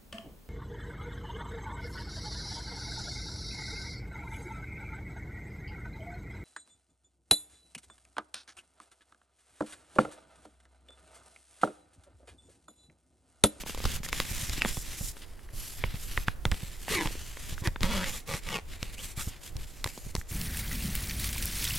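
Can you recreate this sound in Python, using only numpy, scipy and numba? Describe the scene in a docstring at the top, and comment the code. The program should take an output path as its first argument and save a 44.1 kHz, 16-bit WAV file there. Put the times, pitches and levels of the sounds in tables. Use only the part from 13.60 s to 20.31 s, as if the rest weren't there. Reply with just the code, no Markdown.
"""Fingernails on a plastic sachet

Long nails tap, stroke and scratch a soft sachet close to a stereo microphone in a quiet room.
Impacts excite the modes of the film, and finger pads thump the pouch. Sliding friction hisses;
pressed nails stick and slip, driving modes that rise with tension. The flexing packet displaces
air in slow puffs."""
import sys
import numpy as np
from scipy import signal
from scipy.fft import rfft, irfft, next_fast_len
from scipy.io import wavfile
from scipy.ndimage import uniform_filter1d
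from numba import njit

SR = 44100
rng = np.random.default_rng(int(sys.argv[2]) if len(sys.argv) > 2 else 0)


def transcribe(signal):
    """Save signal, clipped to [-1, 1], as a 16-bit WAV file at the path in sys.argv[1]."""
    frames = np.atleast_2d(signal).T
    limited = np.clip(frames, -1, 1)
    pcm = np.round(limited * 32767).astype(np.int16)
    wavfile.write(sys.argv[1], SR, pcm)


N = 295926
TIME = np.arange(N) / SR


# Nominal modes of the film, for taps and scratches: pitch_hz, width_hz, level_db
FILM_MODES = [(199, 54, 11), (402, 220, 4), (533, 8.8, 13), (900, 183, 2), (1102, 60, 1.5),
              (1550, 380, -24), (1900, 33, 9.5), (2188, 45, 5), (3300, 44, 6), (3900, 480, -10.5),
              (6250, 770, -14)]
# Nail impacts, knock and tick relative to the level: start_s, level_db, ring_hz, knock_db, tick_db
NAIL_TAPS = [(0.036, -45, 2700, 6, -10), (0.0631, -51, 2690, 11, -6), (0.0961, -38.5, 2860, 2, -6),
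             (0.1475, -39.5, 1050, 0.5, -3), (0.176, -45.5, 2390, 6, -1), (0.2028, -44, 3800, 5, -14),
             (0.241, -41, 4100, 4, 4), (0.2534, -29.5, 1280, -48, -3.5), (0.2567, -47, 1210, 16.5, 13),
             (0.4328, -42, 2300, -4, -4), (0.463, -39.5, 1900, -8, -21), (0.488, -42, 1340, -25, 4),
             (0.529, -26, 2280, -9, -8.5), (0.601, -24.5, 3900, -2.5, -5), (0.896, -38, 2500, -18, 3.5),
             (1.0199, -21, 2600, -43, -15), (1.049, -26.5, 1860, 0.5, -27), (1.0583, -34, 1000, -3, -23),
             (1.1703, -42, 1090, 2, -21), (1.568, -48.5, 1540, -0.5, -14), (1.793, -53, 1870, -16, -23),
             (1.8898, -51.5, 1950, -12, -20), (2.239, -26, 2270, -3, -27),
             (2.5757, -23.5, 1980, -10.5, -44), (2.6829, -22, 1650, -10.5, -20.5),
             (2.8533, -25.5, 1380, -1, -8), (2.9157, -33, 3040, -5.5, -1.5),
             (2.9198, -30.5, 1860, -15.5, -28), (2.9432, -41.5, 3140, 0, -9), (3.282, -37.5, 1860, 4, -11),
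             (3.4577, -32.5, 970, -4.5, -18), (3.473, -34, 3340, -3, -6), (3.771, -43.5, 2080, -1, -16),
             (3.98, -39.5, 1550, -53, -20), (4.0732, -31, 1820, -5, -0.5), (4.16, -35, 1590, -3, -28),
             (4.2074, -46.5, 3500, 6, 5), (4.232, -25, 3770, -5.5, -6), (4.4425, -32.5, 1960, -12, -6),
             (4.7384, -32, 2200, -11, -10), (4.8885, -35, 2240, -21, -5), (4.9867, -41, 2500, 1, -9),
             (5.2289, -35, 2760, -6, 0.5), (5.967, -51.5, 3880, -5, 10.5), (6.2429, -27.5, 3910, -12.5, -3),
             (6.2616, -37.5, 1100, 1.5, -12), (6.2746, -38.5, 1990, -2, -2.5), (6.377, -57, 1000, 18, 10),
             (6.552, -36.5, 3980, 4, 5.5), (6.5637, -40, 2030, -5, -2), (6.6136, -43, 1900, -29, -21)]

def nail_taps(ring_s=0.00092, damping_hz=60, tick_s=0.0013, tick_trim_db=-1, spike_db=-6):
    """Impact excitation: a contact tick, a clack of the struck spot and a low knock of the film."""
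    out, t = np.zeros((2, N)), np.arange(2048) / SR
    hz, width, mode_db = np.transpose(FILM_MODES)[:, :, None]
    for start_s, level_db, ring_hz, knock_db, tick_db in NAIL_TAPS:
        # every spot has its own tension and its own share of each mode
        place = rng.standard_normal((2, len(FILM_MODES), 1))
        tuning, shares = 1 + .09 * place[0], undb(mode_db + 4 * place[1])
        modes = np.exp(-np.pi * (width + damping_hz) * t) * np.cos(2 * np.pi * hz * tuning * t)
        film = -np.sum(width * shares * modes, axis=0)
        spot = -np.exp(-t / ring_s) * np.sin(2 * np.pi * ring_hz * t)
        # the less a tap drives the whole film, the more its own spot rings
        spot = undb(-0.26 * knock_db) * equal_energy(band(spot, 480, 2850))
        clack = equal_energy(equal_energy(band(film, 1033, 3520, order=5)) + spot)
        knock = equal_energy(band(film, 175, 900))
        # first touch is one hard spike, followed by a brief scuff
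        scuffs = [equal_energy(c * np.exp(-t / tick_s)) for c in rng.standard_normal((2, len(t)))]
        touch = scuffs[0] - undb(spike_db) * equal_energy(1. * (t == 0))
        mid, side = (equal_energy(band(band(c, 3200, 18000), 3400, 6000, order=1))
                     for c in (touch, scuffs[1]))
        tick = undb(tick_db + tick_trim_db) * stereo(mid, 0.39 * side)
        add(out, start_s, undb(level_db) * (clack + undb(knock_db) * knock + tick))
    return out


# Finger pads landing on the pouch: start_s, level_db, pitch_hz
PAD_THUMPS = [(0.25, -20, 66.7), (0.354, -26, 62.6), (0.402, -31.5, 139), (0.601, -20.5, 174),
              (0.71, -25, 68.4), (0.828, -28.5, 96.5), (0.889, -23, 60), (0.98, -33, 237),
              (1.055, -22.5, 150), (1.173, -28, 109), (1.408, -24.5, 87), (1.933, -35, 65.3),
              (2.237, -24.5, 87.5), (2.341, -26.5, 102), (2.579, -25, 95), (2.68, -20.5, 116),
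              (2.86, -18.5, 80.4), (2.918, -19, 59.4), (3.03, -26.5, 117), (3.456, -23, 136),
              (3.508, -33.5, 434.5), (3.553, -31, 310), (3.923, -28.5, 105), (4.019, -26.5, 86),
              (4.073, -15.5, 89), (4.213, -21.5, 74), (4.239, -21, 165), (4.696, -33, 124),
              (4.741, -25, 111), (5.226, -25.5, 99), (5.574, -28, 117), (5.671, -24, 74),
              (5.953, -29, 79.4), (6.255, -25.5, 83), (6.464, -32, 119), (6.55, -23.5, 127),
              (6.579, -26.5, 67)]

def pad_thumps(rise_cycles=0.39, trim_db=-.5, pan_db=-2.0, crumple=0.17):
    """Damped oscillation: the pouch yields and swings back in a cycle or two, crumpling unevenly."""
    out, t = np.zeros((2, N)), np.arange(4096) / SR
    for start_s, level_db, pitch_hz in PAD_THUMPS:
        age = pitch_hz * t / rise_cycles
        envelope = age * np.exp(1 - age)
        folds = unit_rms(band(rng.standard_normal(len(t)), pitch_hz, 2 * pitch_hz, order=1))
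        swing = -envelope ** 2 * np.sin(2 * np.pi * pitch_hz * t) + crumple * envelope * folds
        add(out, start_s, pan(undb(level_db + trim_db) * swing, pan_db + rng.standard_normal()))
    return out


# Drags of a pressed nail, one curve each: time_s, level_db, pitch_hz, slip_rate_hz, ring_hz, squeak_db
NAIL_DRAGS = [
    [(1.015, -28.5, 286, 560, 2750, 14), (1.03, -30.5, 270, 390, 2540, 6)],
    [(3.28, -43, 379, 394, 1850, 14), (3.32, -35, 426.6, 502, 1820, 4), (3.355, -33, 413.2, 507, 2250, 5.5),
     (3.382, -30.5, 334.4, 240, 2100, 10.5), (3.425, -33, 318.2, 162, 1850, -8),
     (3.445, -41, 312, 122, 990, -12), (3.48, -40, 296, 92, 900, -9)],
    [(4.035, -39, 348, 210, 1790, -4), (4.076, -31.5, 343.3, 174, 1840, 10)],
    [(4.238, -31, 184, 166, 890, 4), (4.275, -41.5, 188, 193, 1020, -30),
     (4.325, -35.5, 206, 238, 1220, -14), (4.37, -37.5, 195.4, 176, 1150, -4),
     (4.415, -37, 199.3, 150, 1400, 3), (4.447, -39, 190.3, 109, 2000, 11),
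     (4.47, -43.5, 179.5, 137, 2000, -3), (4.508, -43.5, 167.2, 130, 2480, 2)],
    [(4.544, -37, 171.8, 230, 3440, 4), (4.564, -46, 161, 220, 3560, 11)],
    [(4.682, -39, 162.7, 140, 2200, -9), (4.72, -37.5, 173.7, 141, 2200, -10),
     (4.775, -43, 162, 118, 2150, -10)],
    [(4.862, -47, 172.1, 145, 2100, -3), (4.925, -39, 174, 136, 3180, 1),
     (4.955, -31.5, 163.9, 104, 2650, 3.5), (4.998, -47, 156, 103, 2200, 1)],
    [(5.375, -48, 168.5, 290, 2380, 24), (5.405, -39, 172, 320, 3270, 10)],
    [(5.583, -43, 180, 220, 1190, 6), (5.62, -44, 186, 162, 1390, 17)],
]

def scratches(waver=0.016, locked_jitter=.07, loose_jitter=.35, grit_db=-10, grit_cycles=0.28,
              spot_width_hz=550., overtone=1.85, overtone_db=-11, drum_db=5.5, snap_db=-6):
    """Stick-slip friction: each slip snaps, rings the spot and drives modes that rise with tension."""
    out, wobble, stagger = np.zeros(N), np.exp(waver * flutter(70)), flutter(200)
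    sizes, grains = scatter(3), rng.standard_normal(N)
    for drag in NAIL_DRAGS:
        on, contact, _ = gesture(drag[0][0], drag[-1][0] - drag[0][0], .5)
        level_db, pitch_hz, rate_hz, ring_hz, squeak_db = (c[on] for c in curves(drag))
        # slips lock to the film near its pitch and stumble away from it
        jitter = locked_jitter + loose_jitter * np.minimum(np.abs(np.log2(rate_hz / pitch_hz)), 1)
        pitch_hz = pitch_hz * wobble[on]
        phase = np.cumsum(rate_hz * np.exp(jitter * stagger[on])) / SR
        slips = np.diff(np.floor(phase), prepend=0) * sizes[on] * np.sqrt(SR / rate_hz)
        # the faster the nail slides, the more grit lies between the slips
        grit = unit_rms(grains[on] * np.exp(-(phase % 1) / grit_cycles)) * undb(grit_db) * rate_hz / 200
        force, snap = band(grit - slips, 54, 5200), band(grit - slips, 300, 7000)
        # an inverted return every half period leaves the odd overtones
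        wave = rebound(force, SR / (2 * pitch_hz), share=.65, damping=.4)
        stretch = 1.04 * np.sqrt(pitch_hz / pitch_hz.max())
        film = sum(undb(db) * resonate(wave, hz * stretch, float(width)) for hz, width, db in FILM_MODES)
        ring, upper = (resonate(resonate(force, hz, spot_width_hz), hz, spot_width_hz)
                       for hz in (ring_hz, overtone * ring_hz))
        squeak = undb(6 + squeak_db) * (ring + undb(overtone_db) * upper)
        drum = undb(drum_db) * resonate(wave, pitch_hz, width_hz=40.)
        scratch = band(film, 240, 12000, order=1) + undb(snap_db) * snap + squeak + drum
        # the push of the finger sets the power, however the slips fall
        power = uniform_filter1d(band(scratch, 400, 4500) ** 2, 1300)
        out[on] += scratch / np.sqrt(power + 1e-12) * contact * undb(level_db)
    side = undb(-2) * shape(band(np.roll(out, 13), 1000, 15000), STEREO_WIDTH)
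    return stereo(out, side)


@njit
def rebound(x, lag, share, damping):
    """Boundary reflection: a wave returns from the film's edge inverted and duller, over and over."""
    y, dulled = x.copy(), 0.
    for i in range(len(x)):
        at = i - lag[i]
        if at > 0:
            k = int(at)
            returned = y[k] + (at - k) * (y[k + 1] - y[k])
            dulled += (1 - damping) * (returned - dulled)
            y[i] -= share * dulled
    return y


# Light strokes, rasp relative to hiss: start_s, length_s, crest_fraction, hiss_db, rasp_db
LIGHT_STROKES = [(0, 0.03, 0.044, -43.5, 1), (0.057, 0.1, 0.19, -44.5, 1), (0.172, 0.11, 0.99, -45.5, 4.5),
                 (0.23, 0.16, 0.56, -43.5, 3), (0.349, 0.01, .5, -29.5, -4), (0.442, 0.014, 0.41, -33, -2),
                 (0.482, 0.016, 0.66, -39, 5.5), (0.52, 0.16, 0.37, -40.5, 2),
                 (0.675, 0.22, 0.6, -39.5, -1), (0.88, 0.3, 0.11, -47, 1), (0.929, 0.014, 0.46, -34.5, 2),
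                 (0.971, 0.014, 0.55, -36, 6), (1.057, 0.069, 0.34, -38, 1), (1.116, 0.12, 0.29, -40, -10),
                 (1.224, 0.19, 0.27, -45.5, -0.5), (1.369, 0.15, 0.42, -40.5, -11),
                 (1.529, 0.076, 0.63, -54, -1), (1.611, 0.036, 1, -55, 8.5), (1.93, 0.27, 0.23, -45, -5.5),
                 (2.18, 0.2, 0.67, -53.5, 7), (2.358, 0.17, 0.39, -46, -4.5), (2.479, 0.17, 0.33, -47, 1),
                 (2.668, 0.06, 0.13, -51.5, 6.5), (2.909, 0.25, 0.44, -50.5, 1),
                 (3.159, 0.18, 0.97, -49.5, -1.5), (3.276, 0.11, 0.68, -39.5, 3.5),
                 (3.391, 0.17, 0.22, -44.5, 1), (3.543, 0.27, 0.26, -49.5, 1), (3.801, 0.15, 1, -48, 1.5),
                 (3.962, 0.061, 1, -50.5, -2), (4.04, 0.029, 0.59, -40.5, 2), (4.215, 0.27, 0.51, -44, 7),
                 (4.466, 0.14, 0.17, -41.5, -1), (4.668, 0.12, 0.35, -43, 1), (4.823, 0.16, 0.74, -49, 5.5),
                 (5.081, 0.1, 0.47, -55.5, 6), (5.191, 0.13, 0.35, -54.5, 5.5), (5.325, 0.026, 1, -46, 3.5),
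                 (5.379, 0.15, 0.4, -45, -2.5), (5.57, 0.059, 0.47, -38, -3),
                 (5.615, 0.088, 0.92, -43, -6.5), (5.675, 0.11, 0.14, -59.5, 8),
                 (5.814, 0.087, 0.63, -48, -1), (5.99, 0.064, 0.8, -52, 1.5),
                 (6.057, 0.17, 0.25, -56, -0.5), (6.246, 0.074, 0.25, -48.5, -2),
                 (6.32, 0.2, 0.22, -51.5, -4.5), (6.555, 0.066, 0.41, -46.5, -15),
                 (6.685, 0.058, 0.79, -45, -7)]

def friction(slowest_db=-4.5):
    """Friction noise grows with sliding speed: the hiss gain, rasp gain and speed of all strokes."""
    hiss_power, rasp_power, fastest = np.zeros((3, N))
    for start_s, length_s, crest, hiss_db, rasp_db in LIGHT_STROKES:
        on, contact, speed = gesture(start_s, length_s, crest)
        gain = contact * undb(hiss_db + slowest_db * (1 - speed))
        hiss_power[on] += gain ** 2
        rasp_power[on] += (gain * undb(rasp_db)) ** 2
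        fastest[on] = np.maximum(fastest[on], speed)
    return np.sqrt(hiss_power), np.sqrt(rasp_power), fastest


# Bright resonance that moves with the fingers: time_s, pitch_hz
SHEEN_PATH = [(0, 6200), (.9, 6700), (1.15, 7700), (1.3, 6100), (1.5, 7700), (1.95, 11100), (2.65, 11900),
              (2.95, 8004), (3.4, 6600), (4.5, 6940), (5.5, 7900), (6.7, 6800)]
# Spectra of the high and the low friction noise: frequency_hz, level_db
HISS_SPECTRUM = [(2000, -22), (3800, -8), (5500, -3), (7500, -2), (9500, -3), (12000, -1.5), (14000, -7.5),
                 (16000, -25)]
RASP_SPECTRUM = [(100, 7), (250, -1), (500, -10), (800, -7.5), (1400, -7), (2000, -3), (2800, -3),
                 (3700, -4), (5000, -6.5), (7500, -34)]

def strokes(hiss_gain, rasp_gain, speed, slow_ring_hz=2200, rise_octaves=0.51, uneven_db=1.5):
    """Roughness noise: fingers drag unevenly over the film, which rings higher as they speed up."""
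    sheen_hz, = curves(SHEEN_PATH)
    hiss = noise(HISS_SPECTRUM, grain=0.12)
    hiss = nail_edge(hiss) + 0.7 * resonate_pair(hiss, sheen_hz, width_hz=1800)
    hiss = hiss / np.std(hiss.mean(axis=0))
    ring_hz = slow_ring_hz * 2 ** (rise_octaves * speed)
    rasp = noise(RASP_SPECTRUM, grain=0.48)
    rasp = rasp + 0.48 * resonate_pair(rasp, ring_hz, width_hz=550)
    rasp = rasp / np.std(rasp.mean(axis=0))
    rubbing = pan(hiss, -0.84) * hiss_gain + pan(rasp, 0.58) * rasp_gain
    return hand_reflection(rubbing) * undb(uneven_db * (flutter(220) + flutter(40)))


def nail_edge(x, share=0.38, drift=.07, swell_db=4):
    """Resonance of the nail edge: six treble peaks wander and swell independently as it turns."""
    out = x
    for hz in np.geomspace(3500, 12500, 6):
        centre_hz = hz * np.exp(drift * flutter(8))
        gain = share * undb(swell_db * np.clip(flutter(16), -2, 2))
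        out = out + gain * resonate_pair(x, centre_hz, width_hz=800)
    return out


def hand_reflection(x, delay_s=.0006, share=.18):
    """Comb filtering: the moving hands return a faint copy over a changing path."""
    n = np.arange(N)
    lag = SR * delay_s * np.exp(.15 * flutter(3))
    return np.array([c + share * np.interp(n - lag, n, c) for c in x])


def crinkles(drag_gain, rate_hz=35, level_db=-11):
    """Buckling: tiny creases snap while the fingers drag over the film."""
    snaps = (rng.random(N) < rate_hz / SR) * scatter(3)
    return unit_rms(band(snaps, 810, 6800)) * drag_gain * undb(level_db)


def crackle(hiss_gain, rate_hz=80, level_db=-10):
    """Micro-impacts: nail edges catch on the grain of the film with fine, bright ticks."""
    ticks = (rng.random(N) < rate_hz / SR) * scatter(5)
    lean = np.clip(1.4 * rng.standard_normal(N), -1, 1)
    return unit_rms(band(ticks * stereo(1, lean), 2600, 18000)) * hiss_gain * undb(level_db)


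# Spectrum of the air pushed by the packet: frequency_hz, level_db
PUFF_SPECTRUM = [(12, 1.5), (28, 3), (50, -3.5), (80, -8), (130, -17.5), (220, -27.5), (400, -35),
                 (900, -49.5)]

def air_puffs(rasp_gain, rest_db=-44, stroke_db=-7.5, thump_db=-12.5, settle_s=0.051, swing_db=6):
    """Air displacement: the swaying packet puffs slowly, more under strokes and after thumps."""
    pushes = np.zeros(N)
    for start_s, level_db, _ in PAD_THUMPS:
        pushes[int(start_s * SR)] += undb(level_db + thump_db)
    settling = signal.lfilter([1], [1, -np.exp(-1 / (settle_s * SR))], pushes)
    rocking = uniform_filter1d(settling, size=512)
    flex = np.sqrt(undb(rest_db) ** 2 + (undb(stroke_db) * rasp_gain) ** 2 + rocking ** 2)
    return pan(noise(PUFF_SPECTRUM), -1.9) * flex * undb(swing_db * np.tanh(flutter(13)))


def reverberation(x, t60_s=0.56, wet_db=-27):
    """Diffuse reflection: a small, well furnished room adds a faint exponential tail."""
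    t = np.arange(SR // 2) / SR
    decay = np.exp(-np.log(1000) * t / t60_s) * (t > .003)
    tails = band(rng.standard_normal((2, len(t))), 220, 6600) * decay
    tails = tails / np.sqrt(np.sum(tails ** 2) / 2)
    return undb(wet_db) * signal.fftconvolve(x, tails, axes=1)[:, :N]


# Spectrum of the still room: frequency_hz, level_db
ROOM_SPECTRUM = [(25, -22), (60, -19), (150, -19), (300, -3.5), (700, -8.5), (2000, -17), (6000, -50),
                 (16000, -34)]

def room_tone(level_db=-61):
    """Stationary noise: the steady background of the room."""
    return undb(level_db) * noise(ROOM_SPECTRUM)


# Side relative to mid; wide in the low mids and treble, nearly mono around 2.5 kHz: frequency_hz, side_db
STEREO_WIDTH = [(30, -8.5), (120, -5), (400, -3), (1200, -8.5), (2500, -30), (4500, -13), (8000, -5.5),
                (15000, -4.5)]

def noise(spectrum, grain=0.):
    """Partly coherent stereo noise; grain makes a few micro-contacts stand out."""
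    sizes = np.exp(grain * rng.standard_normal(N))
    mid, side = (unit_rms(shape(sizes * rng.standard_normal(N), spectrum)) for _ in range(2))
    return stereo(mid, shape(side, STEREO_WIDTH))


def gesture(start_s, length_s, crest, land_s=.005, lift_s=.007):
    """Envelopes of one finger move: its samples, its contact and its speed, peaking at the crest."""
    on = slice(*np.searchsorted(TIME, [start_s - 5 * land_s, start_s + length_s + 5 * lift_s]))
    age, crest_s = TIME[on] - start_s, np.clip(crest, .05, .95) * length_s
    landing = .5 * (1 + np.tanh(.5 * age / land_s))
    lifting = .5 * (1 + np.tanh(.5 * (length_s - age) / lift_s))
    speed = 1 - np.interp(age, [0, crest_s, length_s], [1, 0, 1]) ** 0.98
    return on, landing * lifting, speed


@njit
def resonate(x, hz, width_hz):
    """Second-order resonance with a moving centre and gain 1 at the peak."""
    y, band_state, low_state = np.empty(len(x)), 0., 0.
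    for i in range(len(x)):
        step, loss = np.tan(np.pi * hz[i] / SR), width_hz / hz[i]
        velocity = (band_state + step * (x[i] - low_state)) / (1 + step * (step + loss))
        band_state = 2 * velocity - band_state
        low_state += 2 * step * velocity
        y[i] = loss * velocity
    return y


def resonate_pair(x, hz, width_hz):
    """The same resonance in both channels."""
    return np.array([resonate(c, hz, float(width_hz)) for c in x])


def shape(x, spectrum):
    """Spectral weighting by (frequency_hz, level_db) points."""
    hz, db = np.transpose(spectrum)
    size = next_fast_len(len(x))
    bins_hz = np.maximum(np.fft.rfftfreq(size, 1 / SR), 1)
    gain = undb(np.interp(np.log(bins_hz), np.log(hz), db))
    return irfft(rfft(x, size) * gain, size)[:len(x)]


def band(x, lo_hz, hi_hz, order=2):
    """Causal band-pass filtering."""
    return signal.sosfilt(signal.butter(order, [lo_hz, hi_hz], "band", fs=SR, output="sos"), x)


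def flutter(rate_hz):
    """Smooth random modulation with a spread near 1."""
    steps = rng.standard_normal(N // 16)
    return 1.2 * np.interp(TIME * rate_hz, np.arange(len(steps)), steps)


def scatter(spread_db):
    """Clipped log-normal gains, one a sample."""
    return undb(spread_db * np.clip(rng.standard_normal(N), -2, 2))


def curves(rows):
    """Linear interpolation of each column through time."""
    time_s, *columns = np.transpose(rows)
    return [np.interp(TIME, time_s, c) for c in columns]


def undb(db):
    """Decibels to gain."""
    return 10 ** (np.asarray(db) / 20)


def unit_rms(x):
    """Normalisation to rms 1."""
    return x / np.sqrt(np.mean(x ** 2) + 1e-20)


def equal_energy(x):
    """Normalisation to the energy of 5 ms at rms 1."""
    return x * np.sqrt(.005 * SR / np.sum(x ** 2))


def stereo(mid, side):
    """Sum and difference give left and right."""
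    return np.array([mid + side, mid - side])


def pan(x, db):
    """Placement by level difference, left minus right."""
    return x * undb(np.array([[db], [-db]]) / 2)


def add(out, start_s, sound):
    """Superpose a short stereo sound."""
    i = int(np.clip(start_s * SR, 0, N - 1))
    out[:, i:i + sound.shape[1]] += sound[:, :N - i]


def scene(grip_hiss_db=-65, grip_rasp_db=-64.5):
    """Superposition of fingers, air and room; the holding hand always rubs a little."""
    hiss_gain, rasp_gain, speed = friction()
    hiss_gain = np.hypot(hiss_gain, undb(grip_hiss_db))
    rasp_gain = np.hypot(rasp_gain, undb(grip_rasp_db))
    fingers = nail_taps() + pad_thumps() + strokes(hiss_gain, rasp_gain, speed) + scratches()
    fingers = fingers + crinkles(np.minimum(hiss_gain, rasp_gain)) + crackle(hiss_gain)
    return fingers + reverberation(fingers) + air_puffs(rasp_gain) + room_tone()


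def record(dry, top_hz=16200):
    """Band limiting: a steep low-pass cuts the top of the treble."""
    return signal.sosfilt(signal.ellip(10, .1, 80, top_hz, fs=SR, output="sos"), dry)


dry = scene()
out = record(dry)
transcribe(out)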